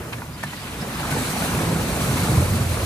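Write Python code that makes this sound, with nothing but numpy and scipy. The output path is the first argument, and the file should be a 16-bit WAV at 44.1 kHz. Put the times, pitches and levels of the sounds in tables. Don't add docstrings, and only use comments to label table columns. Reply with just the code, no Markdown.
import sys
import numpy as np
from scipy import signal
from scipy.fft import rfft, irfft, next_fast_len
from scipy.io import wavfile
from scipy.ndimage import uniform_filter1d, map_coordinates

SR = 44100
rng = np.random.default_rng(int(sys.argv[2]) if len(sys.argv) > 2 else 0)


def int16_out(signal):
    q = np.round(np.clip(np.atleast_2d(signal).T, -1, 1) * 32767)
    wavfile.write(sys.argv[1], SR, q.astype(np.int16))


N = 125685
FULL_FLOW_DB = -31.5


def amp(db):
    return 10 ** (np.asarray(db) / 20)


def unit(x):
    return x / np.sqrt(np.mean(x ** 2) + 1e-20)


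def centred(x):
    return np.array([x, np.zeros(N)])


def along(points, hz):
    f, v = np.transpose(points)
    return np.interp(np.log(hz + 1), np.log(f + 1), v)


def curves(rows):
    s, *cols = np.transpose(rows)
    return [np.interp(np.arange(N) / SR, s, c) for c in cols]


def wobble(rate):
    knots = rng.standard_normal(2048)
    return map_coordinates(knots, [np.arange(N) * rate / SR], mode="wrap")


def filtered(x, response):
    m = next_fast_len(N + SR // 2)
    return irfft(rfft(x, m) * response(np.fft.rfftfreq(m, 1 / SR)), m)[..., :N]


def coloured(x, spectrum):
    return unit(filtered(x, lambda hz: amp(along(spectrum, hz))))


def band(f, hz, q):
    return 1j * f * hz / (q * (hz * hz - f * f) + 1j * f * hz)


def rush(patchy_db):
    z = signal.stft(rng.standard_normal((2, N)), nperseg=512)[2]
    field = rng.standard_normal(z.shape[1:])
    field = uniform_filter1d(field, size=7, axis=0)
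    field = uniform_filter1d(field, size=8, axis=1)
    return unit(signal.istft(z * amp(patchy_db * unit(field)), nperseg=512)[1][:, :N])


def bubbles(per_s, centre_hz, spread, cycles, scatter_db, rise, size):
    when, pitch, strength = rng.random((int(per_s * N / SR), 3)).T
    start = (when * N).astype(int)
    detune = np.exp(spread * np.log((pitch + .01) / (1.01 - pitch)) / 2)
    hz = np.broadcast_to(centre_hz, N)[start] * detune
    turns = np.minimum(hz, SR / 3)[:, None] * np.arange(size) / SR
    age = np.minimum(turns / cycles, 2)
    decay = np.exp(-np.log(1000) * age)
    onset = 1 - np.exp(-2 * turns)
    tones = np.sin(2 * np.pi * turns * (1 + rise * age / 2)) * decay * onset
    gain = amp(-scatter_db * np.log(strength + .01)) * np.sqrt(hz)
    places = start[:, None] + np.arange(size)
    return unit(np.bincount(places.ravel(), (tones * gain[:, None]).ravel(), N + size)[:N])


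def bubble_pair(*args, **kwargs):
    return np.array([bubbles(*args, **kwargs) for _ in range(2)])


# [t/s, slosh level/dB before the mix trim, spray level/dB]
BOW_WAVE = [(0, -37, -50), (.16, -39, -44.5), (.33, -43, -48.5), (.5, -41, -42.5), (.68, -37, -42.5),
            (.85, -35.5, -41), (1.05, -30.5, -36.5), (1.15, -29.5, -32.5), (1.3, -31.5, -31),
            (1.45, -28, -30), (1.56, -28, -32), (1.78, -30.5, -33), (2.05, -29, -30), (2.3, -29.5, -29.5),
            (2.55, -32, -32), (2.85, -32, -33.5)]
# [f/Hz, level/dB]
SLOSH_COLOUR = [(60, -26), (200, -26), (400, 5), (700, 2), (1050, 2.5), (1450, 0.5), (1750, -2), (2400, -3),
                (3200, -7.5), (6000, -47)]
# [f/Hz, level/dB]
RUMBLE_COLOUR = [(20, -26), (35, -12), (50, 1), (70, -5.5), (120, -6), (250, -7.5), (600, -32.5)]
RUMBLE_DB, RUMBLE_FOLLOWS = -30.5, 0.77


def bow_wave():
    db, _ = curves(BOW_WAVE)
    gurgle = bubble_pair(1300, 1099.5, spread=0.42, cycles=27, scatter_db=0, rise=0.44, size=1400)
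    slosh = unit(coloured(rush(patchy_db=1.5), SLOSH_COLOUR) + gurgle)
    rumble_db = RUMBLE_DB + RUMBLE_FOLLOWS * (db - FULL_FLOW_DB)
    rumble = amp(rumble_db) * coloured(rush(patchy_db=0.5), RUMBLE_COLOUR)
    return amp(db - 1.5 + 0.41 * wobble(35.3)) * slosh + rumble


# [f/Hz, level/dB]
SPRAY_COLOUR = [(600, -9), (1500, -12), (2300, 3.5), (3100, -2.5), (4100, 1.5), (5300, -4), (6200, -.5),
                (6900, -2.5), (7800, -2.5), (8150, 5), (9000, -0.5), (10500, 0.5), (11800, -6.5),
                (13200, 0.5), (14700, -20.5)]
MIST_HZ = 7100
MIST_REFERENCE_DB = -23.5
SPRAY_BRIGHTENS = 0.035


def spray():
    _, db = curves(BOW_WAVE)
    drops = bubble_pair(2200, 5470, spread=0.61, cycles=3.9, scatter_db=-2.5, rise=.1, size=160)
    hiss = coloured(rush(patchy_db=1.5) + amp(-6) * drops, SPRAY_COLOUR)
    mist = filtered(hiss, lambda hz: hz ** 4 / (hz ** 4 + MIST_HZ ** 4))
    mist_gain = amp(SPRAY_BRIGHTENS * (db - MIST_REFERENCE_DB))
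    return amp(db + 0.7 * wobble(45.1)) * (hiss - mist + mist_gain * mist)


# [t/s, level/dB before attack and decay, f/Hz]
UNDERBODY_THUDS = [(.295, -29.5, 71), (.72, -25, 57.4), (1.115, -22, 80), (1.53, -17.5, 72.2),
                   (1.745, -20, 74), (1.92, -17, 67.06), (2.313, -13, 68), (2.375, -7, 86.3),
                   (2.533, -15, 72.93), (2.699, -13, 88.9), (2.82, -16.5, 78)]
THUD_ATTACK_S, THUD_DECAY_S = 0.0036, 0.014


def thuds():
    t, out = np.arange(N) / SR, np.zeros(N)
    for s, db, hz in UNDERBODY_THUDS:
        age = np.maximum(t - s, 0)
        shape = (1 - np.exp(-age / THUD_ATTACK_S)) * np.exp(-age / THUD_DECAY_S)
        out += amp(db) * np.sqrt(2) * np.sin(2 * np.pi * hz * age) * shape
    return centred(out)


# [t/s, level/dB before the mix trim, air pocket f/Hz]
UNDERBODY_CHURN = [(0, -45.5, 150), (.35, -36.5, 156), (.65, -47, 185), (.82, -33, 178.2), (1.03, -44, 188),
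                   (1.15, -25.5, 193.6), (1.36, -33.5, 213), (1.6, -24.5, 174), (1.95, -27.5, 162),
                   (2.2, -25, 155), (2.33, -21.5, 150), (2.42, -22, 104), (2.6, -21.5, 102),
                   (2.85, -27.5, 92.2)]


def churn():
    db, hz = curves(UNDERBODY_CHURN)
    boom = bubble_pair(560, hz, spread=0.35, cycles=6.6, scatter_db=0.0, rise=0.04, size=3000)
    return amp(db - 1.0) * boom


# [t/s, peak level/dB, starting f/Hz]
AIR_GULPS = [(1.10, -29, 159.3), (1.165, -26.5, 234.6), (1.499, -28.5, 194.5), (1.595, -25.5, 237),
             (1.675, -27, 175), (2.066, -26, 165), (2.12, -19.5, 135), (2.195, -27, 169), (2.285, -20, 127),
             (2.305, -20, 180), (2.535, -26.5, 224)]
GULP_SWELL_S, GULP_RISE_PER_S = 0.015, 0.85


def gulps():
    t, out = np.arange(N) / SR, np.zeros(N)
    for s, db, hz in AIR_GULPS:
        age = np.maximum(t - s, 0)
        shape = age / GULP_SWELL_S * np.exp(1 - age / GULP_SWELL_S)
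        turns = hz * age * (1 + GULP_RISE_PER_S * age / 2)
        out += amp(db) * shape * np.sin(2 * np.pi * (turns + rng.random()))
    return centred(out)


# [t/s, level/dB]
WASH_LEVEL = [(0, -38), (.55, -56), (.85, -38.5), (1.02, -43), (1.16, -34), (1.35, -41), (1.6, -30.5),
              (1.9, -32), (2.15, -33), (2.36, -29), (2.6, -33.5), (2.85, -33)]
# [f/Hz, level/dB]
WASH_TONE = [(100, -4), (220, -3.5), (330, 0.5), (450, -3.5), (620, -2), (900, -6), (1600, -26),
             (4000, -47)]


def wash():
    db, = curves(WASH_LEVEL)
    plops = bubble_pair(500, 456.7, spread=0.405, cycles=20.2, scatter_db=1.5, rise=0.2, size=2000)
    return amp(db) * coloured(rush(patchy_db=2.0) + amp(-6.5) * plops, WASH_TONE)


SPLATTER_PER_S, SPLATTER_DECAY_S = 60, .013
SPLATTER_DB, PLINK_DB = -7, -12.5
SPLATTER_FOLLOWS = 0.25


def splatter():
    db, _ = curves(BOW_WAVE)
    size = 4096
    t, out = np.arange(size) / SR, np.zeros((2, N + size))
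    f = np.fft.rfftfreq(size, 1 / SR)
    for when, tone, strength in rng.random((int(SPLATTER_PER_S * N / SR), 3)):
        burst = rng.standard_normal((2, size)) * np.exp(-t / SPLATTER_DECAY_S)
        hz = 480 * 6 ** tone
        clump = unit(irfft(rfft(burst) * band(f, hz, 4.2) ** 2))
        start = int(when * N)
        out[:, start:start + size] += amp(9.2 * strength - 6.5 * tone) * clump
    plinks = bubble_pair(90, 1597, spread=0.44, cycles=99, scatter_db=2.0, rise=0.17, size=3000)
    mix = amp(SPLATTER_DB) * unit(out[:, :N]) + amp(PLINK_DB) * plinks
    return amp(db + SPLATTER_FOLLOWS * (db - FULL_FLOW_DB)) * mix


# [f/Hz, width/Hz, level/dB]
ARCH_RING = [(590, 220, -11), (820, 150, 1), (1250, 104, -2), (1770, 40, 7.5), (2230, 68, 0),
             (2840, 330, -7), (4260, 160, -24)]


def hollow(f):
    total = 0
    for k, (centre, width, db) in enumerate(ARCH_RING):
        total = total + (-1) ** k * amp(db) * 1j * f * width / (centre * centre - f * f + 1j * f * width)
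    return total


# [t/s, peak level/dB, contact brightness f/Hz, ring pitch ratio]
STONE_CLACKS = [(.1285, -32, 2300, 1.25), (0.131, -18.5, 2570, 1.22), (.136, -22, 1150, 1.34),
                (.184, -27, 1500, 1), (0.2187, -21.5, 980, 1.14), (.4305, -20, 1800, 1),
                (0.436, -22, 1230, 1.04), (0.436, -17, 850, 1.007), (.4395, -23, 1900, 1),
                (.533, -23, 1050, 1.1)]
CLACK_Q, CLACK_SNAP = .8, .2
CLACK_ECHO_DB, CLACK_ECHO_S = -7.5, 0.01


def clacks():
    out, t = np.zeros(N), np.arange(SR // 8) / SR
    for s, db, hz, pitch in STONE_CLACKS:
        contact = signal.unit_impulse(N, round(s * SR))
        pulse = filtered(contact, lambda f: band(f, hz, CLACK_Q) ** 2 * (CLACK_SNAP + hollow(f / pitch)))
        out += amp(db) * pulse / abs(pulse).max()
    tail = rng.standard_normal((2, len(t))) * np.exp(-t / CLACK_ECHO_S)
    tail /= np.linalg.norm(tail[0])
    echo = signal.fftconvolve(out[None], tail, axes=1)[:, :N]
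    return centred(out) + amp(CLACK_ECHO_DB) * echo


# [t/s, level/dB, length/s, squirt hiss level/dB against the slap, ring pitch ratio]
TYRE_SLAPS = [(0.126, -34, 0.012, -10, 1.4), (0.433, -35, 0.006, 0.5, 1.02),
              (0.53, -36.5, 0.008, -13, 1.09), (0.821, -35, 0.015, -18, 0.94),
              (1.108, -29, 0.018, -4, 0.85), (1.181, -31, 0.0048, -16, 1.04),
              (1.419, -27, 0.0064, -9, 0.83), (2.166, -30, 0.011, -10, 1.2)]
SLAP_ATTACK_S, SLAP_DECAY_S, SQUIRT_DECAY_S = .005, .0045, .012
SLAP_GRIT_DB = 3


def slaps():
    t, out = np.arange(N) / SR, np.zeros((2, N))
    grit = unit(rng.standard_normal((2, N)) * amp(SLAP_GRIT_DB * wobble(700)))
    hiss = coloured(rng.standard_normal((2, N)), SPRAY_COLOUR)
    for s, db, length, hiss_db, pitch in TYRE_SLAPS:
        rise = np.clip((t - s) / SLAP_ATTACK_S + 1, 0, 1)
        after = np.maximum(t - s - length, 0)
        shape = rise * np.exp(-after / SLAP_DECAY_S)
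        body = filtered(shape * grit, lambda f: hollow(f / pitch))
        body *= shape.std() / body.std(axis=1, keepdims=True)
        squirt = amp(hiss_db) * rise * np.exp(-after / SQUIRT_DECAY_S) * hiss
        out += amp(db) * (body + squirt)
    return out


# [t/s, level/dB]
SWISH_LEVEL = [(0, -56), (.3, -50.5), (.48, -40), (.7, -39.5), (1.0, -36.5), (1.25, -41), (1.6, -40.5),
               (2.85, -59)]
# [f/Hz, level/dB]
SWISH_TONE = [(500, -31), (1100, 2.5), (1800, 2), (2700, -1.5), (4200, 1.5), (5200, -2.5), (9000, -5.5),
              (14000, -30)]


def swish():
    db, = curves(SWISH_LEVEL)
    crackle = bubble_pair(1200, 2580, spread=0.41, cycles=5.3, scatter_db=2.0, rise=0.27, size=400)
    flutter_db = 1.3 * wobble(40)
    return amp(db + flutter_db) * coloured(rush(patchy_db=7.5) + amp(-2) * crackle, SWISH_TONE)


# [t/s, firing rate f/Hz, level/dB]
ENGINE_RUN = [(0, 79.8, -43), (.15, 72.55, -38), (.3, 79.8, -45.5), (.48, 96.3, -35.5), (.62, 96.4, -41),
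              (.8, 84, -37), (1.05, 87, -33.5), (1.3, 91.1, -36), (1.65, 108, -29), (1.95, 110.6, -33),
              (2.08, 88.4, -29.5), (2.28, 89.1, -30.5), (2.39, 88.45, -25), (2.46, 93.9, -24),
              (2.54, 102.8, -23), (2.61, 96.2, -26), (2.69, 90.46, -25.5), (2.77, 97.6, -33),
              (2.85, 112.7, -23.5)]
# [multiple of the firing rate, level/dB before the tailpipe resonance]
EXHAUST_ORDERS = [(.5, -2), (1, 0.5), (1.5, -1), (2, -7), (2.5, -9), (3, -15.5)]
ENGINE_ROUGH, ENGINE_JITTER = .7, .045
CAVITY_Q = 1.04


def engine():
    hz, db = curves(ENGINE_RUN)
    _, cavity_hz = curves(UNDERBODY_CHURN)
    phase = 2 * np.pi * np.cumsum(hz * (1 + ENGINE_JITTER * wobble(24.68))) / SR
    gains, orders = [], []
    for k, level in EXHAUST_ORDERS:
        gains.append(amp(level) * abs(band(k * hz, cavity_hz, CAVITY_Q)))
        roughness = 1 + ENGINE_ROUGH * wobble(30)
        orders.append(roughness * np.sin(k * phase + 2 * np.pi * rng.random()))
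    gains, orders = np.array(gains), np.array(orders)
    note = (gains * orders).sum(axis=0) / np.linalg.norm(gains, axis=0)
    return centred(amp(db) * unit(note))


# [f/Hz, likeness 0-1]
CHANNEL_LIKENESS = [(100, .992), (200, .98), (380, .89), (700, .72), (1400, .65), (1900, .25), (4200, .3),
                    (6500, .16), (8000, .42), (11500, .77), (13200, .74), (14300, .35)]
# [f/Hz, phase/rad]
LEFT_LEAD = [(400, 0), (1000, .5), (1400, 1), (2900, 2.2), (4200, .5), (7000, .3), (8000, -1.5),
             (9700, -5.8), (10600, -6.8), (11500, -9.2), (14300, -14.4)]
# [f/Hz, level/dB]
LEFT_TILT = [(60, -1.3), (250, -0.9), (1200, -1), (2400, 0.6), (4400, 0.74), (8100, -2.5), (14000, 0.7)]


def microphones(pair):
    def blend(hz):
        turn = np.arccos(np.clip(along(CHANNEL_LIKENESS, hz), 0, .995)) / 2
        return np.array([np.cos(turn), np.sin(turn)])

    half = np.array([[.5], [-.5]])

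    def offset(hz):
        return amp(half * along(LEFT_TILT, hz)) * np.exp(1j * half * along(LEFT_LEAD, hz))

    shared, diffuse = filtered(pair, blend)
    return filtered(np.array([shared + diffuse, shared - diffuse]), offset)


def scene():
    water = bow_wave() + spray() + wash() + splatter()
    underbody = thuds() + churn() + gulps()
    tyres = clacks() + slaps() + swish()
    return microphones(water + underbody + tyres + engine())


LOW_CUT_HZ, TOP_HZ = 56, 14750


def record(dry):
    return filtered(dry, lambda hz: (hz < TOP_HZ) * hz ** 3 / np.sqrt(hz ** 6 + LOW_CUT_HZ ** 6))


dry = scene()
out = record(dry)
int16_out(out)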